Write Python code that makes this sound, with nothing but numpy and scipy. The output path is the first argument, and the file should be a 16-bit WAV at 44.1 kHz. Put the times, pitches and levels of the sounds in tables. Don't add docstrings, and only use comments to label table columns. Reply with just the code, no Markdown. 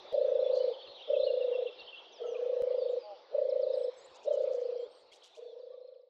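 import sys
import numpy as np
from scipy import signal
from scipy.io import wavfile
from scipy.ndimage import uniform_filter1d

SR = 44100
rng = np.random.default_rng(int(sys.argv[2]) if len(sys.argv) > 2 else 0)


def transcribe(u):
    v = np.clip(np.atleast_2d(u).T, -1, 1)
    q = np.round(v * 32767).astype(np.int16)
    wavfile.write(sys.argv[1], SR, q)


def volts_from_decibels(level):
    exponent = np.asarray(level, float) / 20
    return 10 ** exponent


N = 268622


def evened(x):
    return x / np.sqrt(np.mean(x ** 2) + 1e-20)


def read(points, hz):
    f, value = np.transpose(points)
    return np.interp(np.log(hz + 1), np.log(f + 1), value)


def add(mix, start_s, sound):
    part = mix[round(start_s * SR):][:len(sound)]
    part += sound[:len(part)]


def wander(seconds):
    size = max(int(seconds * SR), 2)
    noise = rng.standard_normal(N)
    return evened(uniform_filter1d(uniform_filter1d(noise, size), size))


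def glide(length_s, start_hz, middle_hz, end_hz):
    u = np.linspace(-1, 1, round(length_s * SR))
    slope = (end_hz - start_hz) / 2
    bend = (start_hz + end_hz) / 2 - middle_hz
    return 2 * np.pi * np.cumsum(middle_hz + u * slope + u ** 2 * bend) / SR


# f/Hz, t60/s
MEADOW_T60 = [(300, 0.96), (700, 1.4), (3000, .8), (8000, 0.46)]


def meadow(x):
    taps = np.zeros(SR)
    slots = np.arange(1500, SR - 20, 20)
    signs = rng.choice([-1., 1.], len(slots))
    taps[slots + rng.integers(0, 20, len(slots))] = signs
    hz, t, z = signal.stft(taps, SR, nperseg=256)
    decay = volts_from_decibels(-60 * t / read(MEADOW_T60, hz)[:, None])
    tail = signal.istft(z * decay, SR, nperseg=256)[1]
    return signal.fftconvolve(x, tail / np.linalg.norm(tail))[:N]


# f/Hz, density/(dB per Hz)
HUSH_SPECTRUM = [(15, -70), (25, -34), (59, -30.5), (129, -32), (194, -26.5), (311, -17.5), (389, -5),
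                 (522, -6), (653, -6), (876, -7), (1610, -21), (2360, -20.5), (3380, -18), (4050, -19),
                 (5420, -27.5), (7050, -48), (11900, -120)]
# t/s, 1.3-2.3 kHz level/dB, extra above 5 kHz/dB
HUSH_LEVEL = [(0.0, -63, 3), (1.37, -67, 1), (1.54, -66, 0), (1.78, -67.5, 1), (2.29, -66.5, 1.5),
              (2.42, -66, 3), (3.21, -68, -0.5), (4.14, -68, 3.5), (4.49, -66, 0.5), (4.7, -69.5, 6),
              (4.85, -71, 1.5), (5.21, -73, 1.5), (5.61, -80.5, 8), (5.97, -88, 0), (6.09, -98, 0)]


def hush():
    frames, hz = N // 256 + 5, np.fft.rfftfreq(1024, 1 / SR)
    a, b, patches = rng.standard_normal((frames, 513, 3)).T
    patches = evened(uniform_filter1d(uniform_filter1d(patches, 10, 0), 12, 1))
    frame_s = np.arange(frames) * 256 / SR
    s, db, top_db = np.transpose(HUSH_LEVEL)
    level_db = np.interp(frame_s, s, db)
    top_db = np.interp(frame_s, s, top_db)
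    spectrum_db = read(HUSH_SPECTRUM, hz)
    depth_db = read([(80, 6), (300, 2.3), (5000, 3.6), (8000, 3)], hz)
    top_share = read([(4200, 0), (6000, 1)], hz)
    field_db = spectrum_db[:, None] + depth_db[:, None] * patches + top_share[:, None] * top_db
    reference = np.linalg.norm(volts_from_decibels(spectrum_db)[(hz > 1300) & (hz < 2300)])
    z = (a + 1j * b) * volts_from_decibels(field_db + level_db) / reference
    return .61 * signal.istft(z, nperseg=1024, noverlap=768)[1][:N]


# t/s, song centre f/Hz
SONG_PITCH = [(0, 3615), (.5, 3500), (.53, 4200), (.64, 4287), (.7, 3490), (.78, 3109), (.85, 3516),
              (.9, 4077), (.96, 3800), (1.0, 3153), (1.1, 3404), (1.2, 3709), (1.26, 3950), (1.33, 3471),
              (1.42, 3750), (1.5, 3500), (1.53, 3077), (1.64, 3850), (1.69, 3222), (1.81, 3950),
              (1.84, 2944), (1.9, 3250), (2.0, 3090), (2.12, 3600), (2.25, 3090), (2.68, 3193), (2.9, 3600),
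              (3.0, 4700), (3.25, 4480), (3.6, 3700), (3.85, 3810), (4.2, 3625), (4.6, 4427), (5.0, 4283),
              (5.3, 3626), (6.09, 4124)]
# t/s, level/dB
SONG_LEVEL = [(0.0, -54.5), (0.1, -57), (0.25, -62.5), (0.42, -65), (0.57, -58), (0.95, -54.5), (1.24, -54),
              (1.36, -56.5), (1.97, -58.5), (2.31, -64), (2.54, -71), (2.93, -67), (3.29, -75), (3.6, -71),
              (3.75, -61), (4.02, -68), (4.39, -69.5), (4.85, -71.5), (5.31, -69.5), (5.53, -79),
              (5.78, -75.5), (5.95, -81.5), (6.09, -89)]


def warbler():
    t = np.arange(N) / SR
    waver = 0.057 * wander(.008) + .04 * wander(0.0013)
    pitch_hz = np.interp(t, *np.transpose(SONG_PITCH)) * (1 + waver)
    syllables = volts_from_decibels(4.1 * wander(0.025))
    song = np.sin(2 * np.pi * np.cumsum(pitch_hz) / SR) * syllables
    heard = evened(song) + .6 * evened(meadow(song))
    level_db = np.interp(t, *np.transpose(SONG_LEVEL)) + 0.5
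    return volts_from_decibels(level_db) * evened(heard)


# t/s, length/s, start f/Hz, middle f/Hz, end f/Hz, level/dB
BIRD_NOTES = [(0.134, .05, 3900, 4000, 1800, -60.5), (.18, .07, 3600, 4200, 4400, -61.5),
              (.335, 0.048, 4090, 3640, 3300, -56.5), (.39, .05, 3420, 4150, 2900, -59),
              (0.431, 0.067, 3570, 3430, 3500, -52.5), (0.587, 0.05, 2900, 3020, 3000, -54.5),
              (.73, .03, 2980, 3100, 2600, -52), (.86, 0.031, 3070, 2730, 2750, -56.5),
              (1.0, 0.032, 2930, 2770, 2720, -57.5), (1.13, .04, 3000, 2650, 2600, -51.5),
              (1.26, 0.055, 3054, 2830, 2750, -48), (1.4, 0.04, 3020, 2760, 2720, -50),
              (1.519, 0.053, 2940, 2730, 2720, -48), (1.66, .04, 2940, 2730, 2720, -48.5),
              (1.78, 0.053, 2824, 2750, 2720, -49.5), (1.917, 0.05, 2910, 2700, 2800, -47.5),
              (.79, 0.066, 4480, 4400, 4500, -60.5), (.86, .08, 4150, 4250, 4150, -54),
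              (1.18, 0.083, 4050, 4000, 3400, -51.5), (1.36, 0.019, 3400, 3500, 3600, -62),
              (1.79, .05, 4800, 5600, 5150, -73.5), (2.113, .095, 6640, 5200, 4300, -61.5),
              (2.246, 0.11, 6640, 6050, 5300, -66.5), (2.338, 0.041, 3595, 2390, 3400, -52.5),
              (2.229, .05, 1277, 1320, 1200, -57), (2.33, 0.077, 1220, 1140, 920, -61),
              (2.514, .05, 1088, 1120, 1050, -63), (2.761, 0.12, 5330, 4500, 4600, -60.5),
              (2.885, .07, 6300, 7300, 3800, -76), (2.876, 0.052, 3670, 3800, 3800, -62.5),
              (2.982, 0.1, 5220, 4750, 4600, -62), (3.489, 0.035, 5900, 4570, 2400, -58),
              (3.611, 0.049, 5890, 4400, 3850, -58), (3.726, 0.043, 5770, 4700, 3950, -58.5),
              (3.83, 0.027, 5710, 5160, 5500, -58), (3.729, .16, 8100, 8050, 7950, -75),
              (3.953, 0.1, 6400, 6500, 8000, -71.5), (3.96, 0.058, 8000, 7660, 8000, -68),
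              (4.036, 0.034, 7840, 7200, 10000, -62.5), (4.119, 0.099, 2490, 2840, 3900, -66),
              (4.202, 0.082, 2440, 3300, 6700, -68), (4.299, .085, 3300, 3050, 2800, -61.5),
              (4.46, .25, 7650, 7600, 7800, -87), (4.775, .012, 5100, 5700, 4100, -67.5),
              (4.755, 0.14, 3500, 3200, 4000, -63.5), (4.778, .1, 7700, 7400, 7100, -82),
              (4.88, .16, 8400, 8350, 8100, -78), (4.91, 0.02, 5300, 5350, 5350, -69.5),
              (4.94, .02, 4770, 4600, 6800, -67), (4.96, .08, 7600, 7200, 6500, -83),
              (5.111, 0.042, 2420, 2700, 6500, -61.5), (5.114, 0.023, 3200, 3300, 3500, -58),
              (5.225, 0.048, 2500, 3200, 4400, -67.5), (5.218, 0.028, 3140, 3800, 7200, -57),
              (5.338, 0.044, 2440, 2800, 4800, -65), (5.338, 0.027, 2880, 4100, 4000, -70),
              (5.4, 0.14, 4210, 4400, 3700, -72.5), (5.456, 0.098, 3500, 3500, 3000, -68),
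              (5.604, 0.086, 4150, 4500, 2300, -75.5), (5.64, 0.12, 3400, 3400, 3000, -77.5),
              (5.71, 0.062, 1087, 1160, 1090, -70), (5.799, 0.13, 4050, 4200, 4250, -75),
              (5.91, .05, 3820, 3700, 1800, -76)]
TRILL_TIMES = [5.585, 5.655, 5.726, 5.801, 5.87, 5.94, 6.009]


def bird_notes():
    out = np.zeros(N)
    flicks = [(s, .018, 5600, 5000, 4200, -76 - 14 * (s - TRILL_TIMES[0])) for s in TRILL_TIMES]
    for s, length_s, *hz, db in BIRD_NOTES + flicks:
        phase = glide(length_s, *hz)
        add(out, s, volts_from_decibels(db) * np.sin(phase) * signal.windows.tukey(len(phase), .6))
    return out


# t/s, length/s, low f/Hz, high f/Hz, level/dB
BIRD_RASPS = [(.54, 0.064, 4000, 6350, -64.5), (3.93, .03, 5010, 7340, -80),
              (4.14, 0.039, 4800, 7400, -65.5), (4.22, 0.046, 4740, 7230, -70),
              (4.32, 0.044, 4470, 7300, -66), (4.41, 0.049, 4570, 7300, -75),
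              (4.51, 0.065, 4410, 7000, -67.5), (4.59, 0.05, 4260, 6330, -71),
              (5.11, 0.072, 2490, 7600, -66), (5.22, .07, 2466, 7330, -65.5), (5.34, .06, 2526, 7230, -68)]


def bird_rasps():
    out = np.zeros(N)
    for s, length_s, low_hz, high_hz, db in BIRD_RASPS:
        hiss = rng.standard_normal(round(length_s * SR))
        buzz = hiss * (1 + 0.52 * np.sin(glide(length_s, 150, 190, 150)))
        throat = signal.butter(3, [low_hz, high_hz], "bandpass", fs=SR, output="sos")
        rasp = evened(signal.sosfilt(throat, buzz))
        add(out, s, volts_from_decibels(db) * rasp * signal.windows.tukey(len(hiss), .6))
    return out


def birds():
    out = (bird_notes() + bird_rasps()) * volts_from_decibels(2.0 * wander(0.0026))
    return out + volts_from_decibels(-11.5) * meadow(out)


# multiple of pitch, level/dB
REED_ORDERS = [(2, -25.5), (3, 2), (4, 1.5), (5, -19)]


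def wheeze(length_s, *hz):
    phase = glide(length_s, *hz)
    reed = sum(volts_from_decibels(db) * np.sin(k * phase + k ** 2) for k, db in REED_ORDERS)
    return reed * signal.windows.tukey(len(phase), .7)


# crest t/s, crest level/dB, crest f/Hz
SAC_PULSES = [(0.1473, -20.0, 568), (0.1826, -18.8, 568), (0.2176, -19.2, 560), (0.2519, -19.8, 556),
              (0.2874, -20.1, 555), (0.323, -19.1, 550), (0.3582, -19.2, 552), (0.3953, -20.3, 548),
              (0.4307, -19.7, 547), (0.4661, -19.8, 547), (0.503, -20.0, 541), (0.5392, -19.2, 549),
              (0.5745, -20.1, 546), (0.6102, -21.0, 538), (0.6458, -20.6, 534), (0.6821, -21.7, 533),
              (0.7141, -29.2, 480), (1.1055, -20.3, 568), (1.1377, -19.2, 578), (1.1705, -19.3, 559),
              (1.2039, -19.7, 560), (1.2372, -19.7, 556), (1.2717, -20.1, 554), (1.3066, -20.3, 554),
              (1.3419, -21.5, 533), (1.3777, -22.0, 540), (1.4141, -22.5, 533), (1.4495, -22.3, 531),
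              (1.486, -23.2, 517), (1.5203, -23.6, 512), (1.5563, -23.9, 516), (1.5918, -23.9, 521),
              (1.6265, -24.9, 508), (1.6612, -28.3, 494), (2.2216, -32.5, 465), (2.2571, -30.4, 479),
              (2.2896, -30.1, 480), (2.3239, -29.1, 488), (2.3589, -30.0, 493), (2.3946, -28.6, 488),
              (2.4297, -26.0, 503), (2.4649, -24.6, 512), (2.4998, -23.2, 531), (2.5349, -23.4, 528),
              (2.5705, -23.0, 528), (2.6067, -23.3, 525), (2.6383, -21.8, 533), (2.6757, -22.6, 532),
              (2.7121, -21.9, 539), (2.7484, -22.4, 534), (2.7859, -22.5, 537), (2.824, -23.3, 531),
              (2.8627, -23.0, 535), (2.9001, -23.9, 525), (2.9373, -24.5, 517), (2.9745, -26.0, 514),
              (3.3518, -21.4, 572), (3.3869, -20.0, 576), (3.4213, -20.4, 563), (3.4567, -22.3, 551),
              (3.4927, -22.7, 554), (3.5284, -21.6, 555), (3.5636, -21.5, 554), (3.5996, -21.7, 551),
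              (3.6354, -21.6, 558), (3.6714, -22.9, 554), (3.7064, -22.3, 545), (3.7424, -23.6, 548),
              (3.7782, -22.3, 552), (3.8139, -24.4, 541), (3.8491, -23.9, 538), (3.8838, -26.4, 516),
              (4.2804, -21.6, 583), (4.3124, -20.9, 597), (4.3442, -22.1, 563), (4.3776, -21.8, 563),
              (4.4096, -21.2, 556), (4.444, -21.9, 558), (4.4789, -23.9, 545), (4.5144, -23.6, 543),
              (4.5497, -24.6, 527), (4.5852, -26.0, 522), (4.6222, -26.2, 513), (4.6572, -26.3, 508),
              (4.693, -28.4, 500), (4.7279, -28.3, 504), (4.7632, -29.1, 501), (4.7987, -30.0, 507),
              (4.832, -31.9, 492), (5.3937, -42.7, 462), (5.4281, -39.9, 485), (5.4636, -40.0, 476),
              (5.4981, -42.4, 479), (5.5315, -41.6, 485), (5.5684, -39.9, 504), (5.6023, -39.6, 517),
              (5.6378, -40.1, 518), (5.6727, -39.6, 522), (5.7089, -39.4, 533), (5.7447, -39.3, 532),
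              (5.7806, -40.5, 528), (5.8164, -41.2, 524), (5.852, -42.1, 526), (5.8899, -42.3, 538),
              (5.9267, -43.8, 537), (5.9633, -45.3, 533), (5.9989, -48.6, 529), (6.0374, -50.2, 529),
              (6.0741, -54.1, 530)]


def croaks(turns):
    rise_s, fall_s = .0059, .0102
    arch_s, arch_late_s = .0092, .0016
    out, t = np.zeros(N), np.arange(-3 * rise_s, 3 * fall_s, 1 / SR)
    shape = np.exp(-np.where(t < 0, t / rise_s, t / fall_s) ** 2)
    sag = 1 - np.exp(-((t - arch_late_s) / arch_s) ** 2)
    for (s, db, hz), turn in zip(SAC_PULSES, turns):
        pitch_hz = hz - max(81 + 1.5 * (hz - 530), 0) * sag
        cycles = np.cumsum(pitch_hz) / SR + turn
        add(out, s + t[0], volts_from_decibels(db) * shape * np.sin(2 * np.pi * cycles))
    return out


# t/s, length/s, start f/Hz, middle f/Hz, end f/Hz, level/dB
SAC_WHEEZES = [
    (0.111, 0.058, 151.5, 164, 204, -42),
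    (1.071, 0.033, 145, 152, 110, -46),
    (1.68, 0.028, 154, 140, 170, -47.5),
    (2.176, 0.062, 152, 173, 152, -54.5),
    (3.011, 0.16, 204.8, 206.5, 179, -49),
    (3.303, 0.048, 150, 156, 250, -52),
    (4.24, 0.057, 153.3, 153, 200, -45.5),
    (4.848, 0.029, 148, 142, 140, -48.5),
    (5.362, 0.042, 153, 155, 144, -57),
]


def breaths(slips, pushes):
    out = np.zeros(N)
    breath_hz, over_hush_db = 157.34, 22.5
    fade = np.transpose(HUSH_LEVEL)[:2]
    for (s, _, _), slip, push in zip(SAC_PULSES, slips, pushes):
        hz = breath_hz * (1 + .08 * (slip - .5))
        level_db = np.interp(s, *fade) + over_hush_db + 5 * (push - .5)
        add(out, s - .024, volts_from_decibels(level_db) * wheeze(.022, 0.957 * hz, hz, 1.08 * hz))
    for s, length_s, *hz, db in SAC_WHEEZES:
        add(out, s, volts_from_decibels(db) * wheeze(length_s, *hz))
    return out


# delay t/s, gain
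GROUND_ECHOES = [(.0066, .24), (.0100, .2), (.0158, -.075)]


def frog():
    turns, slips, pushes = rng.random((len(SAC_PULSES), 3)).T
    out = croaks(turns) + breaths(slips, pushes)
    echoed = out.copy()
    for delay_s, gain in GROUND_ECHOES:
        add(echoed, delay_s, gain * out)
    return echoed + volts_from_decibels(-24) * meadow(out)


def scene():
    return (frog() + birds() + warbler() + hush())[None]


def low_pass(x):
    return signal.sosfilt(signal.butter(12, 15750, fs=SR, output="sos"), x)


# t/s, jump level/dB
SAMPLE_DROPOUTS = [
    (.127, -44),
    (2.6218, -36.5),
    (5.119, -63.5),
]


def record(dry):
    jumps = np.zeros(N)
    settle_s = 0.00064
    for s, db in SAMPLE_DROPOUTS:
        add(jumps, s, volts_from_decibels(db) * np.exp(-np.arange(2000) / SR / settle_s))
    return low_pass(dry + jumps)


dry = scene()
out = record(dry)
transcribe(out)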